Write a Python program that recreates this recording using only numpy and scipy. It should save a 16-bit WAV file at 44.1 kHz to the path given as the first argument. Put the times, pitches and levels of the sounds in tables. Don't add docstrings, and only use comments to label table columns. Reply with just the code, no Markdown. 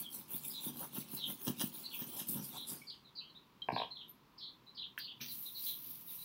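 import sys
import numpy as np
from scipy import signal
from scipy.fft import rfft, irfft
from scipy.io import wavfile

SR = 44100
rng = np.random.default_rng(int(sys.argv[2]) if len(sys.argv) > 2 else 0)


def dump_mix(stems):
    frames = np.atleast_2d(stems).T
    limited = np.clip(frames, -1, 1)
    pcm = np.round(limited * 32767).astype(np.int16)
    wavfile.write(sys.argv[1], SR, pcm)


N = 275184
TIME = np.arange(N) / SR
BIN_HZ = np.maximum(np.arange(N // 2 + 1) * SR / N, 1)
CUTOFF_HZ = 15750


def from_db(db):
    return 10 ** (np.asarray(db) / 20)


def rms_one(x):
    return x / np.sqrt(np.mean(x ** 2) + 1e-20)


def drift(rate):
    knots = rng.standard_normal(4096)
    return rms_one(np.interp(TIME * rate, np.arange(len(knots)), knots))


def colour(x, spectrum):
    hz, db = np.transpose(spectrum)
    octave = np.log2(BIN_HZ)
    beyond = np.abs(octave - np.clip(octave, np.log2(hz[0]), np.log2(hz[-1])))
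    gain = from_db(np.interp(octave, np.log2(hz), db) - 20 * beyond)
    return rms_one(irfft(rfft(x) * gain, N))


def bandpass(x, low_hz, high_hz):
    return signal.sosfilt(signal.butter(2, [low_hz, high_hz], "band", fs=SR, output="sos"), x)


def highpass(x, hz):
    return signal.sosfilt(signal.butter(2, hz, "high", fs=SR, output="sos"), x)


def ring(clicks, modes):
    out = np.zeros(N)
    for k, (hz, db, t60) in enumerate(modes):
        decay = from_db(-60 / (t60 * SR))
        turn = 2 * np.pi * hz / SR
        poles = [1, -2 * decay * np.cos(turn), decay * decay]
        sine = signal.lfilter([0, np.sin(turn)], poles, clicks + 1e-18)
        out += (-1) ** k * from_db(db) * sine
    return out


def strike(hits, modes, scatter_db):
    s, db = np.transpose(hits)
    scatter = scatter_db * rng.uniform(-2, 1, (len(s), len(modes)))
    strengths = from_db(db[:, None] + scatter)
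    sound = np.zeros(N)
    for k, mode in enumerate(modes):
        clicks = np.zeros(N)
        clicks[np.round(s * SR).astype(int)] = (-1) ** k * strengths[:, k]
        sound += ring(clicks, [mode])
    return sound * from_db(db.max()) / np.abs(sound).max()


def grains(per_s, spread_db, judder_db, judder_rate):
    born = rng.random(N) < per_s / SR
    sizes = rng.standard_normal(N) * from_db(spread_db * np.minimum(rng.exponential(1, N), 4))
    return rms_one(born * sizes * from_db(judder_db * drift(judder_rate)))


def chips(t60, spread_db, count):
    when, pitch, size = rng.random((count, 3)).T
    t = TIME[:1024]
    hz = 2000 + pitch[:, None] * (CUTOFF_HZ - 2000)
    height = from_db(spread_db * np.minimum(-np.log(1 - size), 3))
    pings = height[:, None] * np.sin(2 * np.pi * hz * t) * from_db(-60 * t / t60)
    at = (when * (N - len(t))).astype(int)[:, None] + np.arange(len(t))
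    return rms_one(np.bincount(at.ravel(), pings.ravel(), N))


def shifting(x, depth_db, rate, count):
    whole = rfft(x)
    place = np.minimum(BIN_HZ / CUTOFF_HZ, 1) * (count - 1)
    out = np.zeros(N)
    for k in range(count):
        band = irfft(whole * np.maximum(1 - np.abs(place - k), 0), N)
        out += band * from_db(depth_db * drift(rate))
    return out


SWELL_DB, RISE_ROUNDNESS, FALL_ROUNDNESS = 34.5, 1.93, 0.98


def swells(rubs, rise_roundness=RISE_ROUNDNESS, fall_roundness=FALL_ROUNDNESS):
    power = np.zeros((len(rubs[0]) - 3, N))
    for s, rise, fall, *levels_db in rubs:
        at = slice(*np.searchsorted(TIME, [s - 2 * rise, s + 4 * fall]))
        t = TIME[at] - s
        before, after = np.abs(t / rise) ** rise_roundness, np.abs(t / fall) ** fall_roundness
        away = np.where(t < 0, before, after)
        power[:, at] += np.outer(from_db(levels_db), from_db(-SWELL_DB * away)) ** 2
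    return np.sqrt(power)


def glide(s, length, start_hz, end_hz, db, bend_hz, attack, release):
    at = slice(*np.searchsorted(TIME, [s, s + length]))
    t, out = TIME[at] - s, np.zeros(N)
    hz = start_hz + (end_hz - start_hz) * t / length + bend_hz[at]
    loudness = np.clip(np.minimum(t / attack, (length - t) / release), 0, 1)
    tone = np.sin(2 * np.pi * np.cumsum(hz) / SR)
    out[at] = from_db(db) * rms_one(loudness * tone)
    return out


def studio(x, wet_db, t60):
    t = TIME[:SR // 2]
    tail = rng.standard_normal(len(t)) * from_db(-60 * t / t60) * (t > .004)
    echoes = signal.fftconvolve(x, tail / np.linalg.norm(tail))[:N]
    wet = from_db(wet_db)
    return (x + wet * echoes) / np.hypot(1, wet)


# (frequency [Hz], density [dB per Hz])
RUMBLE_COLOUR = [(18, -44), (30, -1), (71, -5.5), (105, -7.5), (130, 3), (243, -1), (379, -4.5), (479, -11),
                 (709, -14.5), (808, -10.5), (996, -4.5), (1590, -16), (3980, -17.5), (8500, -34),
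                 (15500, -25)]


def room_rumble():
    return from_db(-66) * colour(rng.standard_normal(N), RUMBLE_COLOUR)


# (time [s], length [s], start [Hz], end [Hz], full trill depth [Hz],
# level [dB])
GLIDING_NOTES = [(0.035, 0.047, 3310, 3215, 150, -49), (0.495, 0.027, 4960, 4900, 350, -46.5),
                 (0.523, 0.075, 3920, 3610, 454, -48), (0.632, 0.07, 4070, 3100, 250, -57.5),
                 (1.164, 0.034, 4450, 4020, 300, -48.5), (1.188, 0.089, 3735, 3315, 390, -42.5),
                 (1.831, 0.058, 4300, 4380, 347, -44), (1.906, 0.054, 3460, 2807, 503, -46),
                 (2.552, 0.097, 3720, 3666, 470, -46), (2.813, 0.014, 2260, 2325, 55.8, -57.5),
                 (2.866, 0.046, 4660, 4460, 395.5, -44.5), (2.889, 0.062, 3850, 3310, 517, -54),
                 (3.033, 0.074, 4150, 3540, 260, -62.5), (3.15, 0.058, 4556, 4150, 430, -46),
                 (3.2, 0.093, 2967, 3135, 295, -57.5), (3.286, 0.03, 4040, 4340, 250, -59),
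                 (3.346, 0.043, 3760, 3820, 221, -55.5), (3.723, 0.042, 4050, 4620, 546, -49),
                 (3.756, .092, 3990, 3170, 595, -42), (3.903, 0.028, 4200, 4080, 300, -47.5),
                 (3.946, 0.087, 3860, 3350, 553, -48.5), (4.376, 0.036, 4920, 4670, 644, -52.5),
                 (4.401, 0.094, 3980, 3790, 630, -45.5), (4.663, 0.041, 3970, 3890, 219, -55),
                 (4.745, 0.048, 4850, 4400, 475, -51.5), (4.766, 0.091, 3835, 3463, 750, -45.5),
                 (4.985, .086, 4560, 4370, 460, -45.5), (4.985, 0.074, 3750, 3250, 700, -50.5),
                 (5.062, 0.071, 3260, 3240, 550, -50), (5.201, 0.014, 2460, 2380, 60, -49),
                 (5.276, 0.055, 4690, 3710, 480, -48), (5.45, 0.059, 3810, 3820, 258, -49.5),
                 (5.538, 0.071, 4300, 4010, 318, -50), (5.628, 0.034, 4920, 4650, 405, -51),
                 (5.656, 0.091, 3810, 3564, 500, -46.5), (6.074, 0.048, 3760, 3720, 160, -55),
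                 (6.175, 0.063, 3970, 3970, 200, -57)]
TRILL_HZ, WAVER_HZ, FLUTTER_DB = 135, 60, 3


def sparrows_and_squeak():
    trill_rate = TRILL_HZ * np.exp(.25 * drift(140))
    trill = np.sin(2 * np.pi * np.cumsum(trill_rate) / SR)
    trill *= np.clip(.72 + .25 * drift(110), 0, 1)
    waver = WAVER_HZ * drift(120)
    song = np.zeros(N)
    for s, length, start_hz, end_hz, depth_hz, db in GLIDING_NOTES:
        bend_hz = depth_hz * trill + waver
        song += glide(s, length, start_hz, end_hz, db, bend_hz, attack=.014, release=.012)
    fluttering = song * from_db(FLUTTER_DB * drift(140))
    return from_db(-3.5) * studio(fluttering, wet_db=-0.5, t60=0.23)


# (time [s], peak level [dB])
JAR_CLINKS = [(3.619, -33), (3.640, -47)]
# (frequency [Hz], level [dB], t60 [s])
JAR_MODES = [(3126, -15.5, 0.043), (3205, -13.5, 0.077), (3880, -24, 0.038), (3990, -22, 0.033)]


def jar():
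    return bandpass(strike(JAR_CLINKS, JAR_MODES, scatter_db=1), 2200, 5000)


# (time [s], knock peak level [dB], thud peak level [dB])
STICK_BOUNCES = [(3.6866, -20, -43), (3.7187, -30.5, -40), (3.7233, -50, -30), (3.7620, -23.5, -58),
                 (3.7745, -32, -61), (3.793, -41, -49), (3.7992, -27, -62), (3.8174, -27, -57),
                 (3.8327, -52, -75), (3.8445, -39, -53)]
# (time of peak [s], rise [s], fall [s], level [dB])
STICK_ROLLS = [(3.735, 0.057, .06, -46), (3.815, 0.058, 0.11, -53.5)]
# (frequency [Hz], level [dB], t60 [s])
TRAY_MODES = [(470, -13, .03), (630, -6, .026), (765, -1.5, .028), (900, -3, .02), (1005, -2, .025),
              (1100, -14, .02), (1620, -14, .02), (1950, -15, .008), (2330, -7, .009), (2720, -10, .008)]
THUD_MODES = [(121, 2, 0.047), (181, -4, 0.083), (257, -7, 0.16), (331, -4, 0.091)]
WALL_ECHO_S, WALL_ECHO_DB = .0162, -9


def tray():
    knocks = strike([(s, db) for s, db, _ in STICK_BOUNCES], TRAY_MODES, scatter_db=1.5)
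    thuds = strike([(s, db) for s, _, db in STICK_BOUNCES], THUD_MODES, scatter_db=1)
    chatter = grains(per_s=400, spread_db=1, judder_db=1, judder_rate=150)
    rolling = swells(STICK_ROLLS)[0] * rms_one(ring(chatter, TRAY_MODES))
    direct = bandpass(knocks + thuds + rolling, 90, 3800)
    return direct + from_db(WALL_ECHO_DB) * np.interp(TIME - WALL_ECHO_S, TIME, direct)


# (time of peak [s], rise [s], fall [s], level [dB])
DUST_SKITTERS = [(3.732, 0.034, 0.017, -56), (3.8, 0.17, 0.15, -62.5)]
# (frequency [Hz], density [dB per Hz])
DUST_HISS = [(5200, 21), (6800, -24), (8500, 2), (10500, -4), (12700, 5), (15500, -7)]


def dust():
    specks = grains(per_s=2100, spread_db=3.0, judder_db=0.5, judder_rate=110)
    return swells(DUST_SKITTERS)[0] * colour(specks, DUST_HISS)


# (time [s], peak level [dB])
SLIVER_TINKS = [(4.083, -51), (4.094, -45), (4.107, -64)]
# (frequency [Hz], level [dB], t60 [s])
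SLIVER_MODES = [(7260, -18, 0.052), (10150, -15, 0.21), (13000, 11, 0.087), (15000, -5, .06)]


def sliver():
    return strike(SLIVER_TINKS, SLIVER_MODES, scatter_db=2)


def tools():
    small = jar() + sliver() + dust()
    return from_db(-0.5) * studio(tray(), wet_db=-7, t60=0.24) + studio(small, wet_db=-4.5, t60=0.17)


# (frequency [Hz], level [dB], t60 [s])
WALL_MODES = [(92, -22, .07), (143, -2, .11), (198, -1.5, .1), (243, -.5, .1), (305, -2.5, .06),
              (380, -7, .04), (550, -13, .03)]


def wall_panel(friction, loudness, blows, scatter_db):
    return loudness * rms_one(ring(friction, WALL_MODES)) + strike(blows, WALL_MODES, scatter_db)


# (time [s], peak level [dB])
HAND_PATS = [(4.9778, -27), (4.9925, -43), (5.001, -47), (5.2075, -53), (5.2115, -49), (5.223, -60)]
# (frequency [Hz], level [dB], t60 [s])
SHEET_MODES = [(716, -18, 0.021), (1380, -7, 0.011), (1670, 8.5, 0.01), (2700, 1.5, 0.0084),
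               (3180, -2, 0.018), (6060, -34, 0.0053)]


def pats():
    return bandpass(strike(HAND_PATS, SHEET_MODES, scatter_db=1.5), 900, 3600)


# (time of peak [s], rise [s], fall [s], hiss [dB], swish [dB], drumming of the wall [dB])
RAG_WIPES = [(4.989, 0.018, 0.039, -45.5, -52, -86), (5.216, 0.013, 0.19, -50, -42, -52.5),
             (5.335, 0.15, 0.49, -44, -72, -67), (5.43, 0.24, 0.49, -46, -86, -83),
             (5.69, 0.23, 0.24, -38.5, -69, -67), (5.9, 0.27, 0.66, -47, -66, -64),
             (6.125, 0.12, 0.83, -45, -69, -77)]
# (time [s], peak level [dB])
HAND_PRESSES = [(5.213, -46.5)]
# (frequency [Hz], density [dB per Hz])
CLOTH_HISS = [(3000, -14), (5800, -15.5), (7500, -23), (9300, -15), (11400, -4), (12500, -2), (14000, 0.5),
              (15600, 1.5)]
CLOTH_SWISH = [(400, -17), (900, -17), (1500, -4), (2400, 3), (4000, 5), (5200, 2.5), (6000, 5),
               (6900, -22), (8000, -32)]


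def rag():
    hiss, swish, drum = swells(RAG_WIPES)
    fibres = grains(per_s=25000, spread_db=0.5, judder_db=1.4, judder_rate=270)
    folded = shifting(fibres, depth_db=2.0, rate=22, count=16)
    coarse = grains(per_s=2000, spread_db=1, judder_db=2, judder_rate=200)
    creases = shifting(coarse, depth_db=2.5, rate=30, count=24)
    brush = from_db(1.0) * hiss * colour(folded, CLOTH_HISS)
    brush += from_db(-2.5) * swish * colour(creases, CLOTH_SWISH)
    wall = wall_panel(fibres, from_db(-1.0) * drum, HAND_PRESSES, scatter_db=1)
    return studio(brush + wall, wet_db=-8.5, t60=0.28) + studio(pats(), wet_db=-5, t60=0.13)


# (time of peak [s], rise [s], fall [s], level [dB])
EDGE_SKIDS = [(.148, 0.047, 0.15, -50.5), (.49, 0.21, 0.15, -56), (1.485, 0.027, 0.036, -76),
              (1.62, 0.035, 0.048, -46), (2.08, 0.017, 0.1, -57.5), (2.2, 0.059, 0.092, -47),
              (2.293, 0.016, 0.12, -45), (2.452, 0.048, 0.055, -51.5), (2.69, 0.035, 0.18, -44)]
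# (frequency [Hz], density [dB per Hz])
TOOTH_HISS = [(6000, -55), (8600, -22), (10100, -2.5), (11400, -3), (12300, -3), (13400, 6.5), (14500, 0),
              (15500, 6.5), (16000, 2.5)]
TIP_SCRATCH = [(1400, -34), (2100, -6.5), (2700, 0), (3600, 4), (4800, -1), (6100, -1.5), (6900, -5.5),
               (8500, -4), (11000, -6)]
SKID_HISS = [(5000, -7), (6300, -11), (7200, -5), (8200, -0.5), (9800, 3), (11500, 2.5)]


def crumbling_tip(tooth, scratch):
    powder = grains(per_s=7000, spread_db=2.0, judder_db=2.0, judder_rate=240)
    flakes = chips(t60=.03, spread_db=3.2, count=9000)
    crackle = grains(per_s=260, spread_db=1.0, judder_db=1.0, judder_rate=60)
    crumbs = shifting(powder + .9 * flakes + .45 * crackle, depth_db=3.8, rate=20, count=40)
    tip = from_db(-2.5) * tooth * colour(crumbs, TOOTH_HISS)
    tip += from_db(-8.0) * scratch * colour(crumbs, TIP_SCRATCH)
    return tip + swells(EDGE_SKIDS)[0] * colour(crumbs, SKID_HISS)


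# (time [s], peak level [dB])
TIP_CATCHES = [(.955, -53), (.966, -49), (1.4675, -35), (1.479, -34), (1.5965, -33), (1.603, -37),
               (1.6105, -35), (1.615, -27), (1.622, -39), (2.195, -41), (2.352, -52)]
# (frequency [Hz], level [dB], t60 [s])
STICK_MODES = [(1780, -8, .012), (2850, -2, .012), (3220, 0, .016), (3880, -4, .014), (5000, -4, .008),
               (5700, 0, .008), (6350, -3, .009), (7900, -5, .007)]


def held_stick(jerks, chatter):
    return chatter * rms_one(ring(jerks, STICK_MODES)) + strike(TIP_CATCHES, STICK_MODES, scatter_db=3)


# (time [s], length [s], start [Hz], end [Hz], level [dB])
TIP_JUDDERS = [(0.79, 0.069, 522.5, 1045, -53.5), (2.104, 0.12, 435, 981, -60),
               (2.522, 0.0616, 906, 948, -57)]
# (frequency [Hz], density [dB per Hz])
SHEET_RASP = [(300, 8.5), (520, -2), (680, -3.5), (900, 4), (1230, -4), (1480, -5), (2100, -14),
              (3000, -8.5)]
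JUDDER_SCATTER = .3


def rasping_sheet(rasp, jerks, snag_rasp):
    rub = grains(per_s=4000, spread_db=.5, judder_db=2.0, judder_rate=200)
    sheet = from_db(-0.1) * rasp * colour(rub, SHEET_RASP) + snag_rasp * colour(jerks, SHEET_RASP)
    uneven = JUDDER_SCATTER * drift(900)
    for s, length, start_hz, end_hz, db in TIP_JUDDERS:
        tone = glide(s, length, start_hz, end_hz, db, end_hz * uneven, attack=0.027, release=0.0043)
        sheet += tone * from_db(drift(170))
    return sheet


# (time of peak [s], rise [s], fall [s], hiss of the paper's tooth [dB], scratch of the tip [dB],
#  rasp of the sheet [dB], drumming of the wall [dB])
CHARCOAL_STROKES = [(.005, .08, 0.062, -36.5, -46.5, -60.5, -54), (.15, 0.096, 0.13, -46, -53.5, -64, -61),
                    (0.349, 0.079, 0.068, -36.5, -49, -60.5, -57),
                    (.455, 0.052, 0.18, -40.5, -48.5, -64.5, -57.5),
                    (.66, 0.075, 0.065, -35.5, -46.5, -58.5, -65.5),
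                    (0.813, 0.11, 0.099, -40.5, -50, -61.5, -52.5),
                    (.975, 0.07, 0.085, -38.5, -47.5, -62, -50),
                    (1.155, 0.1, 0.089, -40.5, -48.5, -61, -57.5),
                    (1.305, 0.078, 0.076, -40, -48, -62.5, -48),
                    (1.475, .105, 0.074, -36.5, -49.5, -60, -57.5),
                    (1.625, 0.072, 0.093, -36.5, -45, -62, -50),
                    (1.775, 0.085, 0.14, -43.5, -49.5, -63, -58),
                    (1.99, 0.13, 0.098, -42.5, -50.5, -64.5, -62), (2.18, 0.22, 0.1, -45, -50, -62, -54.5),
                    (2.305, 0.054, 0.13, -36, -49.5, -62, -47.5), (2.46, 0.13, 0.38, -50, -52, -65.5, -57),
                    (2.565, 0.034, 0.038, -53, -45.5, -62, -65),
                    (2.716, 0.045, 0.087, -48, -57.5, -58.5, -53)]
# (time of peak [s], rise [s], fall [s], chatter of the stick [dB], rasp [dB], drumming [dB])
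TIP_SNAGS = [(.188, 0.049, 0.094, -72, -65, -49.5), (.70, 0.094, 0.092, -67, -61, -43),
             (.841, 0.11, 0.037, -75, -59, -67), (.973, 0.024, 0.05, -58.5, -46.5, -64),
             (1.14, 0.021, 0.032, -70, -63, -47), (1.295, 0.018, 0.053, -57, -47.5, -58),
             (1.482, 0.03, 0.096, -44, -45.5, -35), (1.614, 0.024, 0.069, -40, -42.5, -54),
             (2.024, 0.025, 0.047, -47, -57, -42), (2.073, 0.009, 0.046, -65, -66, -41.5),
             (2.198, 0.022, 0.13, -49, -62, -55), (2.387, 0.073, 0.15, -63.5, -55.5, -42)]
# (time [s], peak level [dB])
WALL_BUMPS = [(.339, -40.5), (.662, -34.5), (.976, -33), (1.13, -41), (1.288, -52), (1.470, -32),
              (1.494, -28.5), (1.632, -29), (2.015, -45), (2.209, -42), (2.288, -41), (2.353, -36),
              (2.384, -49), (2.409, -41)]
LINGER = 1.74
STROKE_ROUNDNESS = 2.0


def charcoal():
    tooth = swells(CHARCOAL_STROKES, STROKE_ROUNDNESS, STROKE_ROUNDNESS)[0]
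    lingering = [(s, LINGER * rise, LINGER * fall, *db) for s, rise, fall, _, *db in CHARCOAL_STROKES]
    scratch, rasp, drum = swells(lingering, STROKE_ROUNDNESS, STROKE_ROUNDNESS)
    snag_chatter, snag_rasp, snag_drum = swells(TIP_SNAGS)
    jerks = grains(per_s=1600, spread_db=.5, judder_db=1.5, judder_rate=250)
    drawing = crumbling_tip(tooth, scratch) + held_stick(jerks, snag_chatter)
    drawing += rasping_sheet(rasp, jerks, snag_rasp)
    slips = grains(per_s=1300, spread_db=2.7, judder_db=1.5, judder_rate=98)
    drumming = from_db(-3.0) * np.hypot(drum, snag_drum)
    wall = wall_panel(slips, drumming, WALL_BUMPS, scatter_db=0.0)
    wall = highpass(wall, 105)
    return studio(drawing, wet_db=-9, t60=.17) + studio(wall, wet_db=-14, t60=.25)


def scene():
    return (room_rumble() + sparrows_and_squeak() + tools() + rag() + charcoal())[None]


def record(dry):
    thin = highpass(dry, 53.6)
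    return signal.sosfilt(signal.ellip(12, .1, 80, CUTOFF_HZ, fs=SR, output="sos"), thin)


dry = scene()
out = record(dry)
dump_mix(out)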